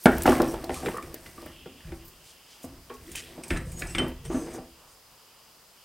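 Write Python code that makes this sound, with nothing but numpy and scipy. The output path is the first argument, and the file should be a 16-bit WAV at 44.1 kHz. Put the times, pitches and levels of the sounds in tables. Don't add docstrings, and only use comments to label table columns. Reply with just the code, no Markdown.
import sys
import numpy as np
from scipy import signal
from scipy.fft import rfft, irfft
from scipy.io import wavfile

SR = 44100
rng = np.random.default_rng(int(sys.argv[2]) if len(sys.argv) > 2 else 0)


def output_pcm(signal):
    pcm = np.clip(np.atleast_2d(signal).T, -1, 1) * 32767
    wavfile.write(sys.argv[1], SR, np.round(pcm).astype(np.int16))


def gain_from_decibels(decibels):
    exponent = np.asarray(decibels, float) / 20
    return 10 ** exponent


N = 257544

# mode_hz, level_db, t60_s
TABLE_MODES = [(185, -10, 0.24), (205.6, -9, 0.24), (253.1, -4, .3), (300.4, -9, 0.2), (334, 1.5, 0.2),
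               (397.8, -5.5, .2), (464.2, -8, 0.12), (548.4, -8.5, 0.182), (607.4, -8.5, 0.199),
               (648, 0.5, 0.12), (695, -2.5, 0.12), (746, -1.5, 0.14), (768, -5, 0.14), (813, -14, 0.16),
               (916, -10.5, 0.14), (1017, -11, 0.093), (1150, -11, 0.12), (1356, -5.5, 0.083),
               (1358, -8, 0.098), (1674, -14.5, 0.063)]
# mode_hz, level_db, t60_s
STEEL_MODES = [(1042, -18.5, 0.37), (1320, -8.5, .3), (1330, -1.5, 0.21), (1470, -15, 0.43),
               (1566, -3, 0.15), (1710, -4.5, 0.18), (1940, -19.5, 0.5), (2110, -10, 0.12),
               (2470, -10, 0.1), (2630, -5, 0.09), (2796, -18, 0.13), (3079, -9.5, 0.15), (4133, -16, .1),
               (5140, -6, 0.2), (5640, -3, 0.052), (6200, -2.5, 0.043), (6800, -6.5, 0.2),
               (7430, -7, 0.0525), (8110, 5, 0.07), (9000, -5.5, 0.12), (8570, 4, 0.09),
               (10800, -22, 0.093)]
# start_s, peak_db
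THUMPS = [(0.053, -25), (.23, -36), (0.397, -31), (.7, -34.5), (1.029, -39), (1.2, -46.5), (1.448, -41),
          (1.842, -38.5), (2.64, -43), (2.698, -57), (2.96, -45), (3.1, -40.5), (3.5, -22), (3.828, -30),
          (3.945, -25), (3.979, -40), (4.246, -30), (4.298, -48)]


def rms_one(x):
    return x / np.sqrt(np.mean(x ** 2) + 1e-20)


def in_time(rows):
    s, *columns = np.transpose(rows)
    return [np.interp(np.arange(N) / SR, s, c, -140, -140) for c in columns]


def drift(rate_hz):
    knots = rng.standard_normal(400)
    return np.interp(np.arange(N) / SR * rate_hz, np.arange(400), knots)


def swell(middle_s, half_s):
    return np.exp(-((np.arange(N) / SR - middle_s) / half_s) ** 2)


def coloured(x, spectrum):
    hz, db = np.transpose(spectrum)
    log_hz = np.log(np.fft.rfftfreq(len(x), 1 / SR) + 1)
    gain = gain_from_decibels(np.interp(log_hz, np.log(hz), db))
    return rms_one(irfft(rfft(x) * gain, len(x)))


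def grains(per_s, spread_db):
    sizes = gain_from_decibels(spread_db * np.minimum(rng.exponential(1, N), 4))
    signs = rng.choice([-1, 1], N)
    happens = rng.random(N) < per_s * gain_from_decibels(4 * drift(25)) / SR
    return sizes * signs * happens + 1e-18


def ring(x, hz, t60):
    r, w = gain_from_decibels(-60 / (t60 * SR)), 2 * np.pi * hz / SR
    return signal.lfilter([0, np.sin(w)], [1, -2 * r * np.cos(w), r * r], x)


def ring_twice(x, hz, width_hz):
    t60 = 2.2 / width_hz
    return rms_one(ring(ring(x, hz, t60), hz, t60))


def band(x, low_hz, high_hz):
    return signal.sosfilt(signal.butter(2, [low_hz, high_hz], "band", fs=SR, output="sos"), x)


def burst(t60, size=13000):
    return rng.standard_normal(size) * gain_from_decibels(-60 * np.arange(size) / SR / t60)


def add(track, s, db, sound):
    i = round(s * SR)
    track[i:i + len(sound)] += (gain_from_decibels(db) * sound / np.max(np.abs(sound)))[:N - i]


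def struck(modes, contact_s, damping, scatter_db, centre_hz, slope_db, rise_s):
    contact = burst(contact_s)
    contact *= 1 - np.exp(-np.arange(len(contact)) / SR / rise_s)
    out = 0
    for hz, db, t60 in modes:
        away_db = slope_db * abs(np.log2(hz / centre_hz))
        level_db = db + scatter_db * rng.standard_normal() - away_db
        out = out + gain_from_decibels(level_db) * ring(contact, hz, t60 * damping)
    return out


def outdoors():
    # freq_hz, level_db
    air_curve = [(12, -23.5), (20, -6.5), (193, -10.5), (270, -10.5), (328, -13.5), (377, -8.5), (738, -10),
                 (1760, -14.5), (2820, -14), (3840, -16), (4940, -11), (5850, -16), (16000, -18.5)]
    # centre_hz, width_hz, level_db, flicker_db
    choruses = [
        (4930, 420, -67.5, -2.5),
        (3000, 790, -69, 6),
        (1140, 770, -67, -4),
    ]
    # middle_s, half_length_s, level_db
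    rasp_rows = [
        (1.568, 0.056, -60),
        (1.693, 0.038, -57.5),
        (1.804, 0.039, -57),
        (2.026, 0.032, -60),
        (2.138, 0.028, -59),
        (4.743, 0.038, -64),
    ]
    out = gain_from_decibels(-57) * coloured(rng.standard_normal(N), air_curve)
    for hz, width_hz, db, flicker_db in choruses:
        chorus = ring_twice(rng.standard_normal(N), hz, width_hz)
        out += gain_from_decibels(db + flicker_db * drift(6.2)) * chorus
    rasp = rms_one(band(band(grains(3300, spread_db=3.0), 2460, 3500), 2460, 3500))
    return out + rasp * sum(gain_from_decibels(db) * swell(s, half_s) for s, half_s, db in rasp_rows)


def room(x):
    tail = band(burst(0.31, size=30000), 210, 3600)
    echoes = np.pad(tail / np.linalg.norm(tail), (300, 0))
    return gain_from_decibels(-13) * signal.fftconvolve(x, echoes)[:N]


def shudder(level):
    # freq_hz, level_db
    shake_curve = [(8.8, -28), (15, -5), (27, 2.5), (43, -5.5), (75, -2), (113, -9), (170, -6.5),
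                   (220, -30), (370, -120)]
    legs = rms_one(ring(band(rng.standard_normal(N), 40, 96), 63, .08))
    shake = coloured(rng.standard_normal(N), shake_curve)
    return level * (0.68 * shake + 0.26 * legs) * gain_from_decibels(2.7 * drift(5.8))


def rocking():
    loss_db_per_s, rise_s = 45.5, 0.011
    start_s, peak_db = np.array(THUMPS)[:, :1], np.array(THUMPS)[:, 1:]
    after = np.arange(N) / SR - start_s
    level = gain_from_decibels(peak_db - 3.5 - loss_db_per_s * after) * np.clip(after / rise_s, 0, 1)
    return np.sqrt(np.sum(level ** 2, axis=0))


def thumps():
    out = np.zeros(N)
    for s, db in THUMPS:
        add(out, s, db - 7.5, ring(band(burst(0.078), 30, 106.6), 36, 0.16))
    return out


def hums():
    # middle_s, half_length_s, level_db, pitch_hz, width_hz
    hum_rows = [(4.38, 0.087, -55.5, 6130, 220), (1.675, 0.16, -56.5, 276, 130),
                (3.66, 0.11, -53, 500, 110), (3.67, 0.2, -46, 169, 79), (4.445, 0.17, -45, 458, 65),
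                (3.57, .02, -58, 6750, 300), (4.4, 0.089, -58, 8000, 90), (4.33, .02, -49, 1200, 97),
                (0.878, .025, -30.5, 410, 200), (3.25, 0.068, -59, 450, 47), (.12, .03, -37.5, 1860, 270),
                (4.34, 0.052, -58, 6800, 150), (3.79, .05, -48, 6750, 120), (3.91, .035, -49, 7800, 200),
                (3.91, .03, -56, 5500, 150), (3.885, .012, -52, 6150, 200), (.755, .03, -48, 8600, 1200),
                (0.86, 0.037, -54, 8700, 200), (0.865, 0.037, -56, 7450, 120), (.1, 0.028, -25, 380, 130)]
    noise, out = rng.standard_normal(N), np.zeros(N)
    for s, half_s, db, hz, width_hz in hum_rows:
        near = slice(max(round((s - .5) * SR), 0), round((s + .5) * SR))
        out[near] += gain_from_decibels(db) * swell(s, half_s)[near] * ring_twice(noise[near], hz, width_hz)
    return out


def swishes():
    # middle_s, half_length_s, level_db, low_hz, high_hz
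    strokes = [(0.3, 0.073, -45, 3000, 15100), (0.762, 0.069, -46.5, 1978, 12400),
               (2.288, 0.05, -54, 2410, 10900), (2.528, 0.05, -57, 2200, 7860),
               (2.646, 0.017, -48, 5000, 15000), (3.19, 0.03, -38.5, 1480, 10000),
               (3.81, 0.022, -50.5, 4500, 15100), (4.37, 0.093, -55.5, 5800, 6800),
               (4.55, 0.028, -57, 5700, 7020), (0.044, 0.011, -40, 9000, 15500),
               (2.063, .02, -53.5, 12800, 14750), (3.23, 0.14, -53, 1610, 4640),
               (4.908, 0.062, -60.5, 5000, 11980)]
    friction, out = grains(4000, spread_db=3.0), np.zeros(N)
    for s, half_s, db, low_hz, high_hz in strokes:
        brushed = rms_one(band(band(friction, low_hz, high_hz), low_hz, high_hz))
        out += gain_from_decibels(db) * swell(s, half_s) * brushed
    return out


def movement(weight_db, friction_db, rub_db, top, per_s, spread_db):
    # freq_hz, level_db
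    rub_curve = [(590, -38), (1000, -17), (1510, -0.5), (1820, -0.5), (2070, -2), (2560, -3), (5500, -15),
                 (7150, -36.5), (12100, -120)]
    contacts, board = grains(per_s, spread_db), np.zeros(N)
    for k, (hz, db, t60) in enumerate(TABLE_MODES):
        tilt_db = 0.5 * np.log2(hz)
        board += (-1) ** k * gain_from_decibels(db + tilt_db) * ring(contacts, hz, 0.27 * t60)
    rub_level = gain_from_decibels(rub_db + friction_db + 0.34 * (weight_db - friction_db))
    rub = rub_level * coloured(grains(5000, spread_db=4.5), rub_curve)
    shake = shudder(gain_from_decibels(weight_db - 9.5))
    return shake + gain_from_decibels(weight_db) * rms_one(board) + rub + gain_from_decibels(friction_db) * top


def scrape():
    # freq_hz, level_db
    hiss_curve = [(2350, -47), (4000, -14), (6250, -9.5), (7480, -4), (8310, 4), (9770, -4.5), (13900, -12),
                  (16000, -27)]
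    grit = grains(2800, spread_db=1.0) * gain_from_decibels(4.6 * drift(30))
    singing = np.zeros(N)
    for hz, db, t60 in STEEL_MODES:
        if hz > 4500:
            singing += gain_from_decibels(.6 * db + 2.5 * drift(9)) * rms_one(ring(grit, hz, .3 * t60))
    hiss = coloured(grains(6800, spread_db=3.0), hiss_curve)
    return rms_one(0.7 * rms_one(singing) + 1.04 * hiss)


def shoves():
    # start_s, pressure_db, sliding_db, loss_db_per_s
    shove_rows = [(3.439, -47.5, -53, 142), (3.512, -36, -44.5, 96), (3.66, -49, -55.5, 15),
                  (3.785, -53, -50, 40), (3.818, -41, -58, 95), (3.9, -48.5, -46, 72),
                  (3.986, -31, -53, 59), (4.259, -50, -44, 400), (4.321, -36.5, -50, 36),
                  (4.46, -40, -54, 55), (4.55, -42, -59, 99)]
    attack_s, hold_s = 0.016, 0.11
    t, power = np.arange(N) / SR, np.full((2, N), 1e-14)
    for s, pressure_db, sliding_db, loss in shove_rows:
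        after = np.maximum(t - s, 0)
        fall_db = -loss * (after + 3.5 * np.maximum(after - hold_s, 0))
        rise = np.clip(1 + (t - s) / attack_s, 0, 1)
        power += (rise * gain_from_decibels(fall_db) * gain_from_decibels(np.array([[pressure_db], [sliding_db]]))) ** 2
    return 10 * np.log10(power)


def dragged_steel():
    return movement(*shoves(), rub_db=-5.5, top=scrape(), per_s=1500, spread_db=3.0)


def clinks():
    # start_s, peak_db, pitch_hz, bright_db re peak, damping_share
    clink_rows = [
        (0.0584, -11.5, 1540, -11, 0.17),
        (3.1526, -22, 2640, -8, 0.49),
        (3.436, -43, 2520, 17, 0.24),
        (3.5041, -17, 2290, -15.5, 0.66),
        (3.5704, -18.5, 1800, -10.5, 0.32),
        (3.8195, -38, 2130, -25, 0.38),
        (3.8687, -36, 1710, 5.5, 0.28),
        (3.949, -26.5, 2320, -3, 0.59),
        (3.983, -10.5, 3300, -11.5, 0.51),
        (4.25, -42.5, 3170, 7, 0.8),
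    ]
    # start_s, pitch_hz, peak_db, contact_s, t60_s
    ring_rows = [(.484, 5700, -39, 0.088, 0.04), (.759, 1175, -39, 0.21, .04),
                 (.94, 1180, -31.5, 0.21, 0.0097), (.979, 1124, -29.5, 0.056, 0.025),
                 (1.376, 1183, -41, 0.028, 0.043), (2.898, 1105, -38, 0.048, .16),
                 (2.899, 457, -35.5, 0.052, .04), (.057, 1500, -9.5, 0.094, 0.013),
                 (3.568, 3960, -40.5, 0.016, 0.038), (3.504, 5250, -40, .011, 0.068),
                 (4.34, 300, -25, 0.25, 0.059), (3.435, 2420, -37.5, .03, 0.018),
                 (3.508, 2143, -45, .006, .5), (3.56, 1708, -36, .02, .15), (3.821, 1705, -42, .012, .15),
                 (3.885, 2722, -43, .02, .7), (3.992, 3079, -30, .003, .17), (3.99, 1959, -55, .02, 1.0),
                 (2.66, 280, -47.5, 0.39, 0.1), (3.04, 318, -39.5, 0.65, 0.11), (2.94, 433, -43, 0.2, 0.13),
                 (4.0, 168.5, -27, 0.23, .06), (4.545, 328, -37.5, 0.23, 0.063)]
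    out = np.zeros(N)
    low = [m for m in STEEL_MODES if m[0] < 4500]
    bright = [m for m in STEEL_MODES if m[0] > 4500]
    for s, db, hz, bright_db, damping in clink_rows:
        body = struck(low, 0.0052, damping, scatter_db=-2.5, centre_hz=hz, slope_db=23.5, rise_s=0.00025)
        add(out, s, db - 5.5, body)
        sheen = struck(bright, 0.047, 0.68 * damping, scatter_db=1.5, centre_hz=8280, slope_db=0.5,
                       rise_s=0.00031)
        add(out, s, db + bright_db - 2.5, sheen)
    for s, hz, db, contact_s, t60 in ring_rows:
        contact = band(burst(contact_s, size=30000), hz / 1.176, hz * 1.135)
        add(out, s, db, ring(contact, hz, t60))
    return out


def taps():
    # start_s, peak_db, pitch_hz
    pod_rows = [(0.0579, -9, 1677), (0.0584, -5, 705), (0.0609, -6.5, 214.6), (0.0683, -15, 805),
                (0.0753, -21, 1700), (0.0778, -17, 695), (0.0823, -20.5, 1150), (0.1691, -44, 3300),
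                (0.21, -41, 3280), (0.211, -32, 1675), (0.2574, -13.5, 1404), (0.2599, -14, 830),
                (0.2639, -21, 1984), (0.2774, -20.5, 2750), (0.2784, -5.5, 730), (0.2893, -12, 670),
                (0.2928, -24, 3031), (0.2925, -8, 331), (0.3223, -16.5, 1510), (0.3293, -14.5, 1090),
                (0.3542, -24, 2170), (0.4041, -14.5, 1096), (0.4046, -20, 300), (0.419, -18, 503),
                (0.4305, -19, 470), (0.4724, -24.5, 724), (0.4824, -21.5, 304), (0.5248, -43, 2760),
                (0.5403, -29, 450), (0.5433, -25.5, 836), (0.5448, -39, 3330), (0.5542, -35, 710),
                (0.641, -26.5, 653), (0.65, -33, 710), (0.658, -40, 781), (0.6949, -33, 1690),
                (0.6954, -31, 710), (0.6979, -25, 327), (0.7054, -25, 633), (0.7059, -28, 2000),
                (0.7124, -24, 390), (0.7149, -33, 717), (0.7443, -29, 2400), (0.7767, -33, 1096),
                (0.8266, -38.9, 1539), (0.861, -25, 2330), (0.8695, -27, 2340), (0.8845, -25, 1850),
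                (0.8865, -23.5, 930), (0.8875, -22, 420), (0.9179, -37, 2785), (0.9449, -26.5, 474),
                (0.9678, -25.5, 1180), (0.9833, -23, 1160), (1.0267, -35.5, 2300)]
    # start_s, peak_db, pitch_hz
    stray_rows = [(1.0395, -37, 364), (1.08, -42, 396), (1.0935, -52, 3300), (1.143, -43, 427),
                  (1.2665, -47, 1984), (1.2671, -43, 3320), (1.3809, -50, 606), (1.3814, -48, 1007),
                  (1.4263, -39, 606), (1.466, -38, 1810), (1.5034, -44, 1096), (1.6632, -35, 396),
                  (1.8069, -42, 1810), (1.848, -43, 1675), (1.9251, -49, 2160)]
    # start_s, peak_db, pitch_hz
    steel_rows = [(2.644, -39.5, 730), (2.6475, -32, 268), (2.6585, -40, 717), (2.8984, -40, 3100),
                  (2.9024, -43, 925), (2.9099, -51, 2360), (2.9134, -33, 432), (2.9164, -40, 875),
                  (2.9693, -46, 2820), (3.067, -46, 3360), (3.0805, -44.5, 2000), (3.1005, -48, 2785),
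                  (3.1179, -46, 3320), (3.1568, -27, 2500), (3.1683, -32, 3031), (3.1803, -32.8, 2785),
                  (3.1898, -39, 3031), (3.2052, -40, 2785), (3.2391, -39, 3300), (3.3349, -48.1, 1984),
                  (3.3818, -37, 307), (3.3828, -42, 845), (3.3933, -38.4, 312), (3.4382, -39, 2351),
                  (3.4716, -46.5, 925), (3.506, -20, 2350), (3.512, -23.5, 272), (3.5285, -35, 1960),
                  (3.535, -31, 2150), (3.5619, -30, 1675), (3.5754, -34, 1984), (3.721, -43, 2351),
                  (3.8228, -26, 2330), (3.8373, -38, 2020), (3.8597, -39, 840), (3.95, -18, 2300),
                  (3.964, -36, 2130), (3.9854, -36, 1520), (3.9864, -26, 2785), (3.9934, -26, 2800),
                  (4.0024, -23, 1290), (4.0189, -22.5, 412), (4.0523, -39, 1539), (4.0673, -40, 710),
                  (4.1186, -43, 2530), (4.2528, -48.4, 915), (4.2603, -44, 3320), (4.3027, -27.5, 340),
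                  (4.3481, -20.5, 256), (4.4863, -37, 307), (4.5532, -37, 364), (4.5676, -42, 1539)]
    out, t = np.zeros(N), np.arange(4000) / SR
    for rows, crest_cycles in (pod_rows, 0.79), (stray_rows, 0.79), (steel_rows, 1.114):
        for s, db, hz in rows:
            crest_s = crest_cycles / hz + 0.0004
            tone = np.sin(2 * np.pi * hz * t) + 0.3 * np.sin(2 * np.pi * 1.55 * hz * t)
            add(out, s - crest_s, db, t * np.exp(-t / crest_s) * tone)
    return out


def snaps():
    # start_s, peak_db, centre_hz
    snap_rows = [(.0393, -22, 14600), (.0568, -17, 8400), (.1166, -29, 15000), (.167, -30, 5860),
                 (.1819, -17, 14500), (.2208, -15, 8750), (.2339, -15, 13000), (.2633, -17, 5870),
                 (.2954, -22, 6180), (.339, -25, 4540), (.4184, -18, 4300), (.4787, -27, 12500),
                 (.5394, -32, 8030), (.6419, -25.5, 4650), (.7422, -23.5, 8500), (.862, -28, 5640),
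                 (.8885, -29, 8800), (.9717, -29.5, 9000), (1.0264, -33, 7240), (1.1423, -20.5, 13900),
                 (1.2644, -35.5, 4930), (1.4187, -34, 4800), (1.4606, -31, 13500)]
    # start_s, peak_db, centre_hz
    scuff_rows = [(2.0532, -39, 14100), (2.0802, -33.5, 13700), (2.6289, -36, 8170), (2.9392, -35.5, 5600),
                  (3.0989, -46, 11300), (3.1163, -29, 8200), (3.1557, -21, 8550), (3.4805, -29, 8550),
                  (3.7179, -32, 8600), (3.7928, -25.5, 7700), (4.0801, -36, 11400), (4.5371, -35.5, 8430)]
    out = np.zeros(N)
    for rows, t60 in (snap_rows, .032), (scuff_rows, 0.13):
        for s, db, hz in rows:
            pitched = band(burst(t60) + 1.7 * burst(0.12 * t60), hz / 1.2, hz * 1.2)
            broad = band(burst(0.82 * t60), 3500, 19000)
            add(out, s, db - 4.0, pitched + 0.54 * broad)
    return out


def heap():
    # time_s, weight_db on the board, friction_db of the skins
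    heap_rows = [(0, -71, -54.5), (.12, -41.5, -42.5), (.254, -33, -48.5), (.262, -20.5, -37.5),
                 (.49, -35, -47.5), (.79, -50, -59), (.86, -37.5, -46.5), (1.0, -47, -57),
                 (1.33, -58.5, -56.5), (1.47, -51, -58), (1.66, -69, -78), (1.89, -53, -60),
                 (2.24, -69.5, -70), (2.54, -79.5, -62.5), (2.69, -54, -64.5), (2.85, -62, -68),
                 (3.21, -59.5, -52.5), (3.42, -45, -62.5)]
    # freq_hz, level_db
    rustle_curve = [(2350, -29), (4000, -3.5), (5670, 2), (7100, -3), (8550, 4.5), (10100, -1.5),
                    (11600, 0.5), (16000, -6)]
    rustle = coloured(grains(4400, spread_db=3.0), rustle_curve)
    return movement(*in_time(heap_rows), rub_db=-4, top=rustle, per_s=900, spread_db=3.0)


def board_blow(out, s, db, hz, edge_db, t60, upper_db):
    s += .0015
    damping = t60 / 0.21
    low = [m for m in TABLE_MODES if m[0] < 520]
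    upper = [m for m in TABLE_MODES if m[0] > 520]
    boom = struck(low, 0.044, damping, scatter_db=4.5, centre_hz=hz, slope_db=9.0, rise_s=0.00068)
    add(out, s, db - 6.5, band(boom, 154, 9800))
    knock = struck(upper, 0.047, damping, scatter_db=1.0, centre_hz=720, slope_db=3.0, rise_s=0.0012)
    add(out, s, db + upper_db - 0.5, knock)
    add(out, s, db + edge_db, band(burst(.5 * t60) + 0.98 * burst(0.024), 1210, 2670))


def bumps():
    # start_s, peak_db, upper_db re peak, edge_db re peak, t60_s
    bump_rows = [(2.639, -27, -9.5, -33, 0.077), (2.899, -38.5, -6, -3, 0.25),
                 (3.089, -31.5, -31, -18, 0.31), (3.377, -27.5, -5.5, -23, 0.098),
                 (3.503, -24.5, -25, 4, 0.21), (3.559, -25, -14, -4, 0.2), (3.818, -27.5, -24.5, 4, 0.11),
                 (3.948, -20, -30, 2.5, 0.12), (3.982, -16, -13, -5.5, 0.25), (4.298, -23, -9, -23, 0.43),
                 (4.343, -22, -7.5, -33, 0.47), (4.481, -37, -12, -10, 0.81), (4.581, -28.5, -4, -27, 0.15)]
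    out = np.zeros(N)
    for s, db, upper_db, edge_db, t60 in bump_rows:
        board_blow(out, s, db, 290, edge_db, t60, upper_db)
    return out


def drops():
    # start_s, peak_db, pitch_hz, edge_db re peak
    drop_rows = [(.055, -2.5, 369.5, -6.5), (.254, -6.5, 350, -19), (.274, -5.5, 330, -16),
                 (.291, -14, 334, -19.5), (.398, -6.5, 290, -36), (0.473, -20, 280, -21),
                 (0.535, -20, 250, -37), (0.636, -23, 366, -22), (.692, -13, 335, -15.5),
                 (.829, -20, 345, -24), (.858, -20, 450, -3), (.884, -22, 463, -17),
                 (.969, -30.5, 312, -5.5), (1.027, -36, 334, -8), (1.074, -30.5, 423, -29),
                 (1.138, -27, 471, -36), (1.259, -39, 396, 1), (1.377, -34, 331, -13),
                 (1.423, -32, 493, -18), (1.459, -27, 364, -12), (1.657, -27, 350, -22),
                 (1.918, -26, 327, -13)]
    out = np.zeros(N)
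    for s, db, hz, edge_db in drop_rows:
        upper_db = -10 + 0.2624 * (db + 20)
        board_blow(out, s, db, hz, edge_db, 0.13, upper_db)
    return out


def scene():
    # freq_hz, level_db
    apart_curve = [(25, -6.5), (100, -4.5), (4290, -4.5), (4870, -4), (6560, -5), (15000, -7),
                   (16000, -19.5)]
    blows = drops() + bumps() + thumps() + clinks() + snaps() + taps()
    slides = heap() + dragged_steel() + swishes() + hums()
    mono = blows + room(blows) + slides + shudder(rocking()) + outdoors()
    hiss = gain_from_decibels(-63.5) * coloured(rng.standard_normal(N), apart_curve)
    flutter = gain_from_decibels(-47.5) * drift(60) * np.roll(mono, 90)
    side = hiss + flutter
    return np.array([mono + side, mono - side])


def band_limit(x):
    return signal.sosfilt(signal.butter(12, 16820, fs=SR, output="sos"), x)


def record(dry):
    bass_cut = signal.butter(2, 34, "high", fs=SR, output="sos")
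    top_cut = signal.ellip(10, .5, 60, 15950, fs=SR, output="sos")
    clipped = np.clip(signal.sosfilt(bass_cut, dry), -1, 1)
    return band_limit(signal.sosfilt(top_cut, clipped))


dry = scene()
out = record(dry)
output_pcm(out)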